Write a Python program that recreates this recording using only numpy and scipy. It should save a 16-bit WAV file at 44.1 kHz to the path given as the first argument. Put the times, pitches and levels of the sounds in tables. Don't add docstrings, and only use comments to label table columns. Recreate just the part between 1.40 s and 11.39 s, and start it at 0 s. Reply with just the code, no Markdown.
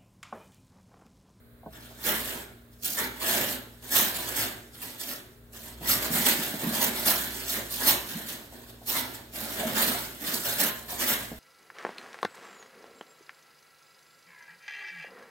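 import sys
import numpy as np
from scipy import signal
from scipy.fft import rfft, irfft, next_fast_len
from scipy.io import wavfile
from scipy.ndimage import uniform_filter1d, map_coordinates

SR = 44100
rng = np.random.default_rng(int(sys.argv[2]) if len(sys.argv) > 2 else 0)


def to_wav(sig):
    pcm = np.clip(np.atleast_2d(sig), -1, 1) * 32767
    pcm = np.round(pcm).astype(np.int16)
    wavfile.write(sys.argv[1], SR, pcm.T)


N = 440559

# peak in seconds, time to let go in seconds,
# drive of the wires in dB, extra body weight on the heavy parts in dB.
PAW_SHOVES = [(0.34, 0.57, -53, 1), (0.666, 0.16, -27, 2.5), (0.761, 0.32, -35.5, -2.5),
              (0.887, 0.18, -39, 3), (1.337, 0.044, -58.5, -11), (1.453, 0.16, -28.5, -8),
              (1.591, 0.1, -28.5, 2.5), (1.83, 0.31, -31, 3), (1.883, 0.16, -28, -1),
              (1.947, 0.23, -28.5, 2.5), (2.083, 0.13, -34.5, -1), (2.44, 0.044, -44, -1),
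              (2.529, 0.19, -27.0, 1.5), (2.564, 0.19, -23.0, -1.5), (2.751, 0.15, -33.0, 1.0),
              (2.875, 0.35, -36.5, 1), (2.972, 0.14, -28, 0.5), (3.35, 0.13, -48, -1.5),
              (3.424, 0.19, -38.5, -2), (3.608, 0.096, -35, -4.5), (3.688, 0.13, -37.5, -0.5),
              (4.15, 0.15, -44, -3.5), (4.244, 0.13, -43.0, -1), (4.459, 0.56, -39, 5.5),
              (4.497, 0.096, -21.5, -1), (4.631, 0.078, -31.5, 3), (4.738, 0.42, -27.5, 0),
              (4.871, 0.085, -21, 3), (5.033, 0.35, -35.5, 0.0), (5.221, 0.61, -35.5, 3.0),
              (5.348, 0.082, -28.5, 2), (5.42, 0.088, -23, 1.5), (5.565, 0.33, -33.5, 1.5),
              (5.674, 0.093, -19.5, 0.5), (5.764, 0.22, -32.5, 0), (5.94, 0.63, -38.5, -1.5),
              (6.092, 0.13, -31, -7.0), (6.149, 0.08, -31, 3), (6.323, 0.29, -34, -5.0),
              (6.412, 0.23, -31.5, 1), (6.471, 0.1, -21, 0), (6.687, 0.47, -40.5, 1),
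              (6.887, 0.1, -35, -1.5), (7.136, 0.34, -50.0, -1), (7.291, 0.033, -48.5, -2.0),
              (7.49, 0.17, -28, -4.5), (7.554, 0.079, -28, 3.5), (7.644, 0.25, -46.5, 1.5),
              (7.745, 0.044, -42.5, -6.5), (7.96, 0.37, -36.0, -0.5), (8.096, 0.48, -41.5, 1.5),
              (8.196, 0.05, -35.5, 7.5), (8.272, 0.1, -33.5, 3.5), (8.369, 0.11, -26, 4.5),
              (8.42, 0.15, -28, -5), (8.486, 0.22, -31.5, 2.5), (8.63, 0.28, -42, -3),
              (8.824, 0.21, -39.5, 3), (8.877, 0.08, -32, 1.5), (8.934, 0.14, -29.5, -3.5),
              (9.061, 0.17, -29, 1), (9.208, 0.11, -22, 1), (9.502, 0.096, -35.5, 0.5),
              (9.606, 0.077, -26, 2), (9.688, 0.094, -23.5, 0.5), (9.791, 0.12, -40.5, -0.5)]
PLACES = 4


def scuffling():
    fine = patchy_hiss(slips(rate=4500, spread_db=3.0), patchy_db=5.0, width_hz=687, hold_s=.018)
    coarse = patchy_hiss(slips(rate=2400, spread_db=2.5), patchy_db=6, width_hz=223, hold_s=.04)
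    cage = np.zeros((2, N))
    for place in range(PLACES):
        shift = place * SR
        cage += scrabbling(PAW_SHOVES[place::PLACES], np.roll(fine, shift), np.roll(coarse, shift))
    return cage


# frequency in Hz, relative level in dB.
WIRE_SPECTRUM = [(2590, -30.5), (4400, -4), (5830, -5.5), (8190, -5), (9840, -8.5), (12100, -2),
                 (15100, -4.5), (16000, -7.5)]
BAR_SPECTRUM = [(1410, -29.5), (2400, -3.5), (3300, 0), (3590, -0.5), (4030, -0.5), (4500, -8),
                (5850, -28.5), (9900, -120)]
FRAME_SPECTRUM = [(250, -31.5), (430, -6.5), (495, -6.5), (626, -1), (674, -4.5), (731, -2.5), (781, -7),
                  (911, -2.5), (981, -5.5), (1240, -7), (1770, -0.5), (2370, -9), (2500, -25.5),
                  (3250, -11), (5500, -120)]
TRAY_SPECTRUM = [(53, -46), (90, -16.5), (113, -4), (151, -10), (232, -1), (265, -0.5), (298, -4),
                 (328, -8), (366, -2.5), (470, -15), (610, -14), (1030, -120)]


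def scrabbling(shoves, fine, coarse):
    wire_db, frame_db, tray_db = loads(shoves)
    grip = catching(rate=150, depth_db=3.0) * catching(rate=20, depth_db=1.3)

    wire_force = grip * sharpen(fine, pressure(shoves, wire_db), edge_hz=11700, firm_db=-42.0, power=0.14)
    bar_force = grip * fine * pressure(shoves, (wire_db + frame_db) / 2)
    frame_scrape = sharpen(coarse, pressure(shoves, frame_db), edge_hz=1630, firm_db=-33, power=0.28)
    frame_force = np.sqrt(grip) * frame_scrape
    tray_force = slips(rate=900, spread_db=4.5) * pressure(shoves, tray_db)

    wires = play(wire_force, part(WIRE_SPECTRUM, vary_db=.5, ring_t60=0.017, shed_t60=0.4, shed_db=-12.5))
    bars = play(bar_force, part(BAR_SPECTRUM, vary_db=.5, ring_t60=0.034, shed_t60=0.46, shed_db=-4.0))
    frame = play(frame_force, part(FRAME_SPECTRUM, vary_db=0.26, ring_t60=0.054, shed_t60=0.57, shed_db=-0.5))
    tray = play(tray_force, part(TRAY_SPECTRUM, vary_db=2.0, ring_t60=0.049, shed_t60=0.68, shed_db=0.0))
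    return undb(0.86) * wires + undb(-4.5) * bars + frame + tray


WIRE_DB, FRAME_DB, TRAY_DB = -25, -30.5, -37.5
FRAME_GROWTH, TRAY_GROWTH = 0.78, 0.6


def loads(shoves):
    _, _, wire_db, weight_db = np.transpose(shoves)
    effort_db = wire_db - WIRE_DB
    frame_db = FRAME_DB + FRAME_GROWTH * effort_db + weight_db
    tray_db = TRAY_DB + TRAY_GROWTH * effort_db + weight_db
    return wire_db, frame_db, tray_db


LENGTH_S, ATTACK_S, ATTACK_POWER = 0.15, 0.035, 0.17
GATHER_DB, GATHER_DB_PER_S = -17, 230
SETTLE_DB, SETTLE_T60_S = -18, 1.33


def pressure(shoves, levels_db):
    t = np.arange(-SR // 4, SR) / SR
    power = np.zeros(N)
    settling = undb(SETTLE_DB - 60 * np.maximum(t, 0) / SETTLE_T60_S)
    for (peak_s, length, _, weight_db), db in zip(shoves, levels_db):
        attack = ATTACK_S * (length / LENGTH_S) ** ATTACK_POWER
        swell = np.interp(t, [-attack, 0], [0, 1])
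        gather_db = GATHER_DB + weight_db + GATHER_DB_PER_S * np.minimum(t + attack, 0)
        gathering = (1 - swell) * undb(gather_db) ** 2
        letting_go = np.interp(t, [0, length], [1, 0])
        shove = swell ** 2 * (letting_go ** 2 + settling ** 2)
        add(power, peak_s + t[0], undb(db) ** 2 * (gathering + shove))
    return np.sqrt(power)


def slips(rate, spread_db):
    happens = rng.random(N) < rate / SR
    size = undb(spread_db * rng.standard_normal(N))
    kicks = happens * rng.choice([-1, 1], N) * size
    return kicks / np.std(kicks)


def patchy_hiss(kicks, patchy_db, width_hz, hold_s):
    hz, s, frames = signal.stft(kicks, SR, nperseg=512)
    spots = np.meshgrid(hz / width_hz, s / hold_s, indexing="ij")
    favour = map_coordinates(rng.standard_normal((200, 2000)), spots, order=1, mode="wrap")
    patchy_frames = frames * undb(patchy_db * np.tanh(favour))
    kicks = signal.istft(patchy_frames, SR)[1][:N]
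    return kicks / np.std(kicks)


def catching(rate, depth_db):
    steps = np.tanh(rng.standard_normal(N))
    gain = undb(depth_db * np.interp(np.arange(N) * rate / SR, np.arange(N), steps))
    return gain / np.sqrt(np.mean(gain ** 2))


def sharpen(kicks, force, edge_hz, firm_db, power):
    low_pass = signal.butter(2, edge_hz, fs=SR, output="sos")
    soft = signal.sosfiltfilt(low_pass, kicks)
    sharp = (kicks - soft) * (force / undb(firm_db)) ** power
    return force * (soft + sharp)


def part(spectrum, vary_db, ring_t60, shed_t60, shed_db):
    here = [(hz, db + vary_db * rng.standard_normal()) for hz, db in spectrum]
    return unit(colour(ringing(ring_t60, shed_t60, shed_db), here))


def ringing(ring_t60, shed_t60, shed_db):
    t = np.arange(SR) / SR
    ring_power = unit(undb(-60 * t / ring_t60)) ** 2
    shed_power = unit(undb(-60 * t / shed_t60)) ** 2 * undb(2 * shed_db)
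    spectrum = rfft(rng.standard_normal((2, len(t))) * np.sqrt(ring_power + shed_power))
    spectrum /= np.sqrt(uniform_filter1d(np.abs(spectrum) ** 2, size=80))
    return ears(irfft(spectrum))[:, :SR // 2]


# start in seconds, strength in dB,
# pitch that the landing place favours in Hz, spread around it in octaves.
FOOTFALLS = [(0.23, -40, 730, 0.83), (0.260, -29, 560, 2.3), (0.507, -44, 800, .8), (4.409, -31, 240, 1.8),
             (4.702, -25.5, 215, 0.75), (4.745, -27, 210, .45), (4.79, -27, 210, .45),
             (4.9, -29, 233, 0.26), (4.985, -27.5, 250, .7), (5.136, -26, 300, 1.4),
             (5.234, -24, 275, 0.86), (5.263, -22, 230, 0.64), (5.305, -27, 260, 0.87),
             (5.478, -27, 240, 0.31), (6.749, -29, 195, .5), (6.785, -35, 500, 1.6), (7.123, -38.5, 750, 1),
             (7.414, -40, 700, 1.6), (8.195, -25, 450, 2.1), (8.231, -22.5, 630, 0.16),
             (8.25, -26.5, 232, .4), (8.29, -33, 330, 1.3), (8.469, -26.5, 264, .6),
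             (8.545, -24, 720, 0.12), (9.524, -25.5, 700, 0.12), (9.712, -32, 230, 0.31),
             (9.914, -29.5, 270, 1.8)]
# frequency in Hz, relative level in dB, t60 in seconds.
FLOOR = [(172.4, 3.5, 0.15), (216.6, -5.5, 0.26), (236.5, -2, 0.19), (310, 1.5, 0.12), (436, 0.5, .12),
         (532, 1.5, 0.082), (642, -2, 0.17), (710, 7.5, 0.076), (813, 0.5, 0.11), (930, -2, 0.059),
         (1070, 2, 0.039), (1510, -8, 0.088)]


def footfalls(contact_s, shed_db):
    t, track = np.arange(SR // 2) / SR, np.zeros(N)
    hz, mode_db, t60 = np.transpose(FLOOR)[:, :, None]
    detune = 1 + 0.0062 * rng.standard_normal((len(FOOTFALLS), len(hz), 1))
    contact = 1 - np.exp(-t / contact_s)
    for (start_s, db, pitch, spread), stretch in zip(FOOTFALLS, detune):
        share = undb(mode_db) * np.exp(-(np.log2(hz / pitch) / spread) ** 2)
        signs = rng.choice([-1, 1], hz.shape)
        decay = np.exp(-np.log(1000) * t / t60)
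        modes = signs * share * decay * np.sin(2 * np.pi * hz * stretch * t)
        add(track, start_s, undb(db) * contact * modes.sum(axis=0) / np.linalg.norm(share))
    answer = play(track, unit(ringing(ring_t60=0.059, shed_t60=0.6, shed_db=-17)))
    return track + undb(shed_db) * answer


HUM_NOTES = [(59.2, -58), (118.4, -58.5), (236.9, -58), (296.1, -72), (414.5, -67), (495.3, -74),
             (640.6, -73)]
# time in seconds, rms level in dB.
LOWEST_NOTE_LEVEL = [(0.0, -70), (0.8, -50), (1.52, -69), (1.68, -53), (1.84, -59), (2.0, -54), (2.56, -60),
                     (2.96, -53), (3.76, -75), (4.48, -47.5), (5.12, -57), (5.2, -64), (5.68, -52),
                     (6.64, -54), (6.8, -63), (8.48, -53), (8.88, -64), (9.98, -54.5)]


def motor_hum():
    t = np.arange(N) / SR
    lines = [np.sin(2 * np.pi * (hz * t + rng.random())) * np.sqrt(2) for hz, _ in HUM_NOTES]
    lowest_db = np.interp(t, *np.transpose(LOWEST_NOTE_LEVEL))
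    swell = undb(.35 * (lowest_db - np.mean(lowest_db)))
    upper = sum(undb(db) * line for (_, db), line in zip(HUM_NOTES[1:], lines[1:]))
    return undb(lowest_db) * lines[0] + swell * upper


# frequency in Hz, relative level in dB.
AIR_SPECTRUM = [(25, -19), (60, 3), (120, -5), (250, -12), (450, -9), (860, -22), (1600, -16.5),
                (2900, -30), (4000, -24.5), (5500, -38.5), (16000, -26)]


def shed_air(rms_db):
    air = colour(ears(rng.standard_normal((2, next_fast_len(N)))), AIR_SPECTRUM)[:, :N]
    return undb(rms_db) * air / np.std(air)


# frequency in Hz, correlation.
CHANNEL_LIKENESS = [(60, 0.86), (200, 0.91), (380, 0.81), (700, 0.38), (1300, 0.093), (2400, -0.0018),
                    (4400, -0.12), (6500, 0.26), (8500, 1), (15000, 0.89)]
# frequency in Hz, left minus right in dB.
CHANNEL_BALANCE = [(60, 4.5), (200, -3.5), (380, 0.5), (700, -5), (1400, 1), (2800, -1), (5500, -1),
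                   (9000, -0.5), (14000, -5.5)]


def ears(pair):
    size = pair.shape[-1]
    hz = np.fft.rfftfreq(size, 1 / SR)
    alike = np.clip(along(CHANNEL_LIKENESS, hz), -.99, .99)
    sides = np.array([[1], [-1]])
    mid, side = rfft(pair)
    both = np.sqrt((1 + alike) / 2) * mid + sides * np.sqrt((1 - alike) / 2) * side
    return irfft(both * undb(sides * along(CHANNEL_BALANCE, hz) / 2), size)


def colour(x, spectrum):
    size = next_fast_len(2 * x.shape[-1])
    size += size % 2
    log_gain = np.log(undb(along(spectrum, np.fft.rfftfreq(size, 1 / SR))))
    cepstrum = irfft(log_gain)
    cepstrum[1:size // 2] *= 2
    cepstrum[size // 2 + 1:] = 0
    return irfft(rfft(x, size) * np.exp(rfft(cepstrum)))[..., :x.shape[-1]]


def play(force, response):
    return signal.fftconvolve(force[None], response, axes=1)[:, :N]


def add(track, s, sound):
    i = max(int(s * SR), 0)
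    track[i:i + len(sound)] += sound[:max(N - i, 0)]


def along(table, hz):
    f, value = np.transpose(table)
    return np.interp(np.log(hz + 1), np.log(f), value)


def unit(x):
    return x / np.sqrt(np.mean(np.sum(x ** 2, axis=-1)))


def undb(db):
    return 10 ** (np.asarray(db) / 20)


def scene():
    feet = footfalls(contact_s=0.0035, shed_db=-7)
    return scuffling() + feet + motor_hum() + shed_air(rms_db=-57)


def record(dry):
    return signal.sosfilt(signal.ellip(12, .1, 80, 15850, fs=SR, output="sos"), dry)


dry = scene()
out = record(dry)
to_wav(out)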